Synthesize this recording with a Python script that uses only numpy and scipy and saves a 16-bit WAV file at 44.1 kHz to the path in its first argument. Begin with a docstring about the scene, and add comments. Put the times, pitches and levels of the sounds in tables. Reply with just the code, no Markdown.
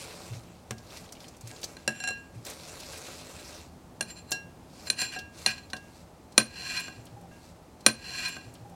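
"""Close microphone on a ceramic bowl on a sheet-steel table, walls nearby, traffic humming far off.
First fried bread slides through granulated sugar, its crust crackling, and the table booms softly.
Near 2 s steel tongs ring the bowl; a long push through the sugar follows. From 4 s the tongs knock
and scrape the glaze, hardest at 6.4 s, and two faint hoots come from the distance.
From 7.3 s that last stroke loops once more."""
import sys
import numpy as np
from scipy import signal
from scipy.fft import rfft, irfft, next_fast_len
from scipy.io import wavfile
from scipy.ndimage import uniform_filter1d, map_coordinates

SR = 44100
rng = np.random.default_rng(int(sys.argv[2]) if len(sys.argv) > 2 else 0)


def generate_wav(sig):
    """Save sig (samples, or channels by samples) to the path in sys.argv[1] as 16-bit PCM at SR."""
    pcm = np.round(np.clip(np.atleast_2d(sig).T, -1, 1) * 32767).astype(np.int16)
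    wavfile.write(sys.argv[1], SR, pcm)


N = 385875

# far traffic (frequency [Hz], spectral level [dB])
TRAFFIC_SPECTRUM = [(13, -50), (22, -12), (81, -5.5), (170, -11), (287, -15.5), (572, -16), (800, -17),
                    (1630, -30), (3000, -34.5), (8000, -37.5), (16200, -47)]
# far engine (frequency [Hz], width [Hz], level [dB])
ENGINE_PEAKS = [(78.6, 7.1, -1.5), (173.6, 7.6, -1), (251.7, 15, -6), (333, 21, -10)]
# far hoots (time [s], level [dB], pitch [Hz], t60 [s])
FAR_HOOTS = [(7.164, -40.5, 812, 0.16), (7.233, -41, 783, 0.13)]
# sheet-steel table top (frequency [Hz], width [Hz], level [dB])
TABLE_MODES = [(126, 7.4, 0.5), (222.6, 13, 4), (304.7, 60, -5.5), (510, 67, -2.5)]
# soft bumps on the table (time [s], level [dB])
TABLE_BUMPS = [(0.306, -26), (0.345, -27), (0.706, -31), (1.431, -31), (2.356, -31.5), (6.975, -36.5),
               (7.12, -36)]
# crust and sugar lumps breaking (time [s], level [dB], band centre [Hz])
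CRUST_BREAKS = [(0.333, -45, 2640), (0.7796, -46.5, 5100), (0.902, -44, 3400), (0.913, -50, 3500),
                (0.97, -41, 5660), (1.0395, -48, 4300), (1.09, -48, 3500), (1.122, -36.5, 5820),
                (1.2027, -44, 4230), (1.241, -44.5, 2800), (1.281, -44, 5740), (1.3655, -49, 6960),
                (1.4088, -44, 6800), (1.472, -39.5, 6100), (1.561, -42.5, 4000), (1.6155, -43, 4940),
                (1.63, -33, 4100), (1.639, -26, 5080), (2.4494, -36.5, 6150), (2.4647, -39.5, 8000),
                (2.4986, -40, 9190), (2.8005, -39, 6060), (2.975, -38.5, 6500), (4.3067, -35, 9000),
                (4.3167, -21, 5430), (5.188, -34, 4200), (5.7, -43, 4600), (5.7644, -39.5, 4290),
                (6.321, -48.5, 5330), (6.7994, -38, 9190), (7.0529, -49, 8250), (7.066, -48, 3500),
                (7.21, -56.5, 8130)]
# bread sliding in sugar (peak time [s], level [dB], rise [s], hold [s], fall [s])
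BREAD_SLIDES = [(0.0, -45, .01, 0.011, 0.52), (0.257, -57.5, 0.145, .03, 0.033),
                (0.323, -60.5, .03, 0.04, 0.1025), (0.955, -49.5, 0.17, 0.012, 0.21),
                (1.21, -56.5, 0.036, 0.022, 0.24), (1.48, -54.5, 0.068, 0.24, 0.3),
                (2.354, -69, 0.013, .005, 0.038), (2.466, -44, 0.019, 0.0055, 0.18),
                (2.7, -49.5, .35, .88, .15), (2.95, -55, .2, 0.023, .25), (4.335, -54, 0.013, .005, 0.095),
                (4.878, -47, 0.19, 0.0066, 0.012), (5.39, -49, 0.068, 0.076, .01),
                (5.963, -60.5, 0.73, .05, 0.087), (6.374, -56, .012, .005, 0.02),
                (6.93, -69, .02, 0.062, 1)]
# contact noises (frequency [Hz], spectral level [dB])
FIZZ_SPECTRUM = [(710, -72), (1200, -14.5), (1750, -6), (2430, -0.5), (3150, -4.5), (4170, -0.5),
                 (8000, -5), (14700, -18.5), (16000, -32.5)]  # sugar grains
RUB_SPECTRUM = [(120, -25), (250, -17.5), (450, 3.5), (800, -4), (1500, -7), (2400, -29.5)]  # bread on glaze
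GRIT_SPECTRUM = [(150, -48), (600, -11.5), (1300, -0.5), (1800, -3.5), (2800, -8.5), (5000, -6),
                 (9000, -17), (16000, -39.5)]  # steel on sugar
CRACK_SPECTRUM = [(300, -34), (1000, -6), (2000, -7), (4500, -4.5), (9000, -3), (12000, -22.5),
                  (16000, -33)]  # first touch of a knock
# bowl modes (frequency [Hz]) and, row for row, (level [dB], free t60 [s])
BOWL_MODE_HZ = [741, 1631, 2746, 4097, 5620, 7330, 9195, 11230]
BOWL_MODES = [(-7.5, 0.19), (-5.5, 0.45), (-9, 0.39), (-18, 0.23), (-22, 0.3), (-20.5, 0.085),
              (-29.5, 0.061), (-31, 0.055)]
# tongs modes (frequency [Hz]) and, row for row, (struck level [dB], free t60 [s], rubbed level [dB])
TONGS_MODE_HZ = [1066, 1560, 1900, 2190, 2425, 2492, 2575, 2830, 3320, 3470, 4130, 4170, 4215, 5310, 5790,
                 6090, 6380, 7360, 8230, 9230, 11290, 13500]
TONGS_MODES = [(-5, 0.22, -9.5), (3.5, 0.1, -9), (2.5, 0.05, -2), (-14.5, 0.055, -3), (-1, 0.088, 1.5),
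               (-2, 0.076, -3), (-15, 0.058, -4.5), (-4.5, 0.089, -1.5), (-9, 0.027, -5),
               (-13.5, 0.15, -15.5), (0.5, 0.1, 13.5), (10, 0.042, -4.5), (-14, 0.027, -12.5),
               (-19, 0.07, -20), (-1, 0.043, -7.5), (-18, 0.054, -14), (-16, .1, -17.5), (-22.5, 0.14, 4.5),
               (-18.5, 0.046, -11), (-8.5, 0.12, -1.5), (-22.5, 0.075, -10.5), (-37.5, .15, -15)]
# tong tips dragged on the glaze (peak time [s], level [dB], rise [s], fall [s],
# then relative to that level: bowl [dB], steel at 3.8-7 kHz [dB], steel above 7 kHz [dB])
TIP_DRAGS = [(1.888, -46, 0.0059, 0.033, 14, -9, -10), (1.96, -49, 0.041, 0.17, 4, -17, -4),
             (2.05, -48, 0.12, 0.22, -11, -11, -12), (4.03, -58, .01, .04, -17, 7, -9),
             (4.104, -41, 0.048, 0.019, -9, -6, -4.5), (4.18, -48, 0.078, .06, -8, -2, -6),
             (4.29, -60.5, 0.041, 0.089, 3, 6, -2), (4.872, -34.5, .008, 0.017, -12, -1.5, -5.5),
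             (4.93, -46.5, .02, .2, -5, -5, -19), (4.993, -31.5, 0.018, 0.053, -3.5, 1.5, -2.5),
             (5.022, -30.5, .02, .09, -12, -5, -21), (5.125, -34.5, .015, 0.086, -3.5, -11, -24),
             (5.471, -26, 0.0052, 0.091, -7, -7, -24), (5.64, -59.5, 0.13, 0.077, -12, -8, -11),
             (6.399, -31.5, .015, 0.051, -10, -4.5, -27), (6.64, -41, .2, 0.26, -4, -2, -18),
             (6.744, -36.5, 0.14, 0.17, -8, -7, -13), (6.794, -40.5, 0.15, 0.073, -11, -9, -10),
             (6.84, -47, 0.093, 0.069, -10, -12, -17)]
# knocks on the bowl: first the bread's soft thud, then the tongs; the final row is a faint tick
# where the last stroke starts to repeat (time [s], crack [dB], bowl ring [dB], tongs ring [dB],
# thump [dB], bowl freedom [share of free t60], hardness [dB/octave])
BOWL_KNOCKS = [(0.7083, -20.5, -51, -68, -30.5, 1, -6), (1.513, -31, -53, -69.5, -50, 0.7, -4.5),
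               (1.7677, -39, -50, -47, -48, 0.7, 1), (1.8772, -14.5, -9.5, -44, -26.5, 0.14, 7),
               (2.0023, -30, -27.5, -50, -47, 0.7, 6), (2.0384, -24.5, -24.5, -62.5, -55, 1, 4.5),
               (2.0745, -23.5, -19, -56.5, -55, 0.85, 6.5), (2.0879, -21, -39.5, -52, -45, 0.53, -6.5),
               (2.1061, -36, -31.5, -65.5, -40.5, 0.6, 8.5), (4.0087, -19.5, -12, -28, -33, 0.1, 8),
               (4.0254, -44.5, -64, -37.5, -63, 0.4, 6), (4.3207, -60, -19, -60, -68, 0.75, 7),
               (4.9008, -14.5, -49, -22, -37.5, 0.9, 8), (5.0163, -26, -33, -29, -37, 0.8, 6),
               (5.1621, -37, -26.5, -59.5, -41, 0.87, 2), (5.4618, -11.5, -10, -19.5, -30.5, 0.08, 5),
               (5.7326, -30, -36, -29, -37.5, 1, 1), (6.3784, 0.5, -48, -10, -20.5, 0.67, 7),
               (6.8811, -48.5, -44, -39, -42.5, 1, -1), (7.312, -62, -58, -67, -66, 0.9, 0)]


def amp(db):
    """Gain of a level in dB."""
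    return 10 ** (np.asarray(db) / 20)


def unit(x):
    """x at rms 1."""
    return x / np.sqrt(np.mean(x ** 2) + 1e-20)


def filtered(x, response):
    """x through a complex frequency response."""
    size = next_fast_len(len(x) + 8192)
    return irfft(rfft(x, size) * response(np.fft.rfftfreq(size, 1 / SR)), size)[:len(x)]


def noise(length, response):
    """Filtered noise at rms 1."""
    return unit(filtered(rng.standard_normal(length), response))


def colour(points):
    """Response through (frequency [Hz], level [dB]) points on a log axis."""
    freqs, db = np.transpose(points)
    return lambda hz: amp(np.interp(np.log(hz + 1), np.log(freqs + 1), db))


def resonances(peaks):
    """Causal response of (frequency [Hz], width [Hz], level [dB]) peaks of alternating sign."""
    return lambda f: sum((-1) ** k * amp(db) * 1j * f * width / (hz * hz - f * f + 1j * f * width)
                         for k, (hz, width, db) in enumerate(peaks))


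def wobble(rate):
    """A smooth random curve, rate knots a second."""
    return map_coordinates(rng.standard_normal(int(N * rate / SR) + 4), [np.arange(N) * rate / SR])


def grains(rate, spread_db, clump_db):
    """Tiny impulses of uneven size that come in clumps, rms 1."""
    impulses = (rng.random(N) < rate / SR) * rng.standard_normal(N)
    return unit(impulses * amp(spread_db * rng.exponential(size=N) + clump_db * wobble(60)))


def patchy(x, depth_db):
    """x with soft random swells, each over a part of the spectrum."""
    spectra = signal.stft(x, nperseg=512)[2]
    swells = uniform_filter1d(rng.standard_normal(spectra.shape), size=16, axis=0)
    swells = uniform_filter1d(swells, size=9, axis=1)
    return signal.istft(spectra * amp(depth_db * unit(swells)), nperseg=512)[1][:N]


def stroke(at, db, rise, fall, hold=0):
    """Gain of one stroke: it gains 20 dB in the rise, holds, and loses 20 dB in the fall."""
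    t = np.arange(0, N, 16) / SR - at
    gain = amp(db + 20 * np.minimum(0, np.minimum(t / rise, (hold - t) / fall)))
    return np.repeat(gain, 16)[:N]


def add(track, at, sound):
    """Mix a sound into the track at a time in seconds."""
    part = track[round(at * SR):][:len(sound)]
    part += sound[:len(part)]


def tones(events, attack_s):
    """Single damped tones with a soft start."""
    out, t = np.zeros(N), np.arange(SR // 2) / SR
    for at, db, hz, t60 in events:
        add(out, at, amp(db - 60 * t / t60) * (1 - np.exp(-t / attack_s)) * np.sin(2 * np.pi * hz * t))
    return out


def ringing(modes_hz, modes, t, tilt, freedom):
    """Modes set off together at chance phases; a touch (freedom below 1) shortens them all."""
    hz = np.array(modes_hz)[:, None]
    db, t60 = np.transpose(modes)[:, :, None]
    phase = 2 * np.pi * rng.random(hz.shape)
    decay = amp(db + tilt(hz) - 60 * t / (t60 * freedom))
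    return np.sum(decay * np.sin(2 * np.pi * hz * t + phase), axis=0)


def street(traffic_db=-52, engine_db=-55):
    """Far off: traffic that swells a little, an engine's unsteady drone and two hoots."""
    traffic = amp(traffic_db + 0.7 * wobble(2.4)) * noise(N, colour(TRAFFIC_SPECTRUM))
    engine = amp(engine_db) * noise(N, resonances(ENGINE_PEAKS))
    return traffic + engine + tones(FAR_HOOTS, attack_s=0.0083)


def yard_echo(near, level_db=-12, t60=0.17):
    """Nearby walls and the table top send a short diffuse answer to the microphone."""
    t = np.arange(SR // 4) / SR
    tail = noise(len(t), colour([(200, 3.0), (4000, -11.5), (14000, -9.5)])) * amp(-60 * t / t60)
    delayed = np.pad(tail / np.linalg.norm(tail), (130, 0))  # 3 ms late
    return amp(level_db) * signal.fftconvolve(near, delayed)[:N]


def table_bumps(hz=115, t60=0.23):
    """Under the bowl, the steel sheet booms softly when bumped."""
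    return tones([(at, db, hz, t60) for at, db in TABLE_BUMPS], attack_s=0.0092)


def thump(t, hz=410, width_hz=500, t60=0.058):
    """The loaded bowl answers with a dull burst of noise."""
    return amp(-60 * t / t60) * noise(len(t), resonances([(hz, width_hz, 0)]))


def crunches(t60=0.048, thump_db=-12.5):
    """Crust and sugar lumps break: each a wide band of crackle over a small thump."""
    out, t = np.zeros(N), np.arange(SR // 12) / SR
    # faint chance crackles while the bread is gripped and lifted
    crumbs = [(0.8 + when, -49 + 8 * (size - 0.5), 4450 * 2 ** (1.8 * (pitch - 0.5)))
              for when, size, pitch in rng.random((9, 3)) * [1.05, 1, 1]]
    for at, db, hz in CRUST_BREAKS + crumbs:
        crackle = rng.standard_normal(len(t)) * amp(4 * rng.standard_normal(len(t)))
        band = unit(filtered(crackle, lambda f: resonances([(hz, 0.85 * hz, 0)])(f) ** 2))
        envelope = amp(db - 60 * t / t60) * (1 - np.exp(-t / 0.0013))
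        add(out, at, envelope * band + amp(db + thump_db) * thump(t))
    return out


def sugar(rub_db=-4, hum_db=-15):
    """Dense crystals fizz under the bread, with a duller rub below; the bowl hums along faintly."""
    level = sum(stroke(at, db, rise, fall, hold) for at, db, rise, hold, fall in BREAD_SLIDES)
    crystals = patchy(grains(7000, spread_db=1.2, clump_db=1.0), depth_db=2.0)
    fizz = unit(filtered(crystals, colour(FIZZ_SPECTRUM)))
    rub = unit(filtered(grains(2500, spread_db=1.5, clump_db=1.5), colour(RUB_SPECTRUM)))
    t = np.arange(SR // 8) / SR
    bowl = ringing(BOWL_MODE_HZ, BOWL_MODES, t, lambda hz: 3 * np.log2(hz / 3000), freedom=0.22)
    hum = unit(signal.oaconvolve(fizz, bowl)[:N])
    return level * (fizz + amp(rub_db) * rub + amp(hum_db) * hum)


def scrapes(low_steel_db=-5.5, grit_db=-8):
    """Sugar crystals crushed under the steel tips kick tongs and bowl at random."""
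    drags = np.array([stroke(*row[:4]) for row in TIP_DRAGS])
    level = drags.sum(axis=0)
    bowl_gain, middle_gain, shimmer_gain = amp(np.array(TIP_DRAGS)[:, 4:].T) @ drags
    kicks = grains(6000, spread_db=2, clump_db=2)
    t, rubbed = np.arange(SR // 4) / SR, np.array(TONGS_MODES)[:, [2, 1]]

    def steel(low_hz, high_hz, freedom):
        """The rubbed tongs ringing within one band."""
        band = lambda hz: -99 * ((hz < low_hz) | (hz > high_hz))
        return ringing(TONGS_MODE_HZ, rubbed, t, band, freedom)

    low = steel(0, 3800, freedom=0.44)
    middle = steel(3800, 7000, freedom=0.4)
    shimmer = steel(7000, SR, freedom=0.95)  # the dragging tip barely damps these
    bowl = ringing(BOWL_MODE_HZ, BOWL_MODES, t, lambda hz: 5 * np.log2(hz / 3000), freedom=0.25)
    parts = [(amp(low_steel_db) * level, low), (middle_gain, middle),
             (shimmer_gain, shimmer), (bowl_gain, bowl)]
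    rings = sum(signal.oaconvolve(gain * kicks, body / np.linalg.norm(body))[:N] for gain, body in parts)
    grit = unit(filtered(kicks, colour(GRIT_SPECTRUM)))
    return rings + amp(grit_db) * level * grit


def knocks(crack_t60=0.01, push_db=40.5):
    """Right at the microphone, each knock cracks, rings bowl and tongs and pushes the table."""
    out, pushes, t = np.zeros(N), np.zeros(N), np.arange(SR // 3) / SR
    struck = np.array(TONGS_MODES)[:, :2]
    attack = 1 - np.exp(-t / 0.00077)
    for at, crack_db, bowl_db, tongs_db, thump_db, freedom, hardness in BOWL_KNOCKS:
        tilt = lambda hz: hardness * np.log2(hz / 3000) + 0.52 * rng.standard_normal(hz.shape)
        bowl = amp(bowl_db) * ringing(BOWL_MODE_HZ, BOWL_MODES, t, tilt, freedom)
        tongs = amp(tongs_db) * ringing(TONGS_MODE_HZ, struck, t, tilt, freedom=0.33)  # hand-damped
        crack = amp(crack_db - 60 * t / crack_t60) * noise(len(t), colour(CRACK_SPECTRUM))
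        add(out, at, attack * (bowl + tongs + crack + amp(thump_db) * thump(t)))
        pushes[round(at * SR)] = amp(thump_db + push_db)
    return out + filtered(pushes, resonances(TABLE_MODES))


def scene():
    """The bowl up close, its echo, the table beneath and the street far behind, in mono."""
    near = knocks() + scrapes() + sugar() + crunches()
    return (near + yard_echo(near) + table_bumps() + street())[None]


def record(dry, bass_hz=35, top_hz=16300):
    """The microphone drops deep bass, the hardest blow clips, the last stroke loops; the top is cut."""
    thinned = filtered(dry[0], lambda hz: (1j * hz / (bass_hz + 1j * hz)) ** 2)
    clipped = thinned / (1 + np.abs(thinned) ** 6) ** (1 / 6)
    loop_at, loop_from = 322631, 257150  # samples: from 7.32 s back to 5.83 s
    looped = np.concatenate([clipped[:loop_at], clipped[loop_from:]])[:N]
    return np.clip(filtered(looped, lambda hz: hz < top_hz), -1, 1)[None]


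dry = scene()
out = record(dry)
generate_wav(out)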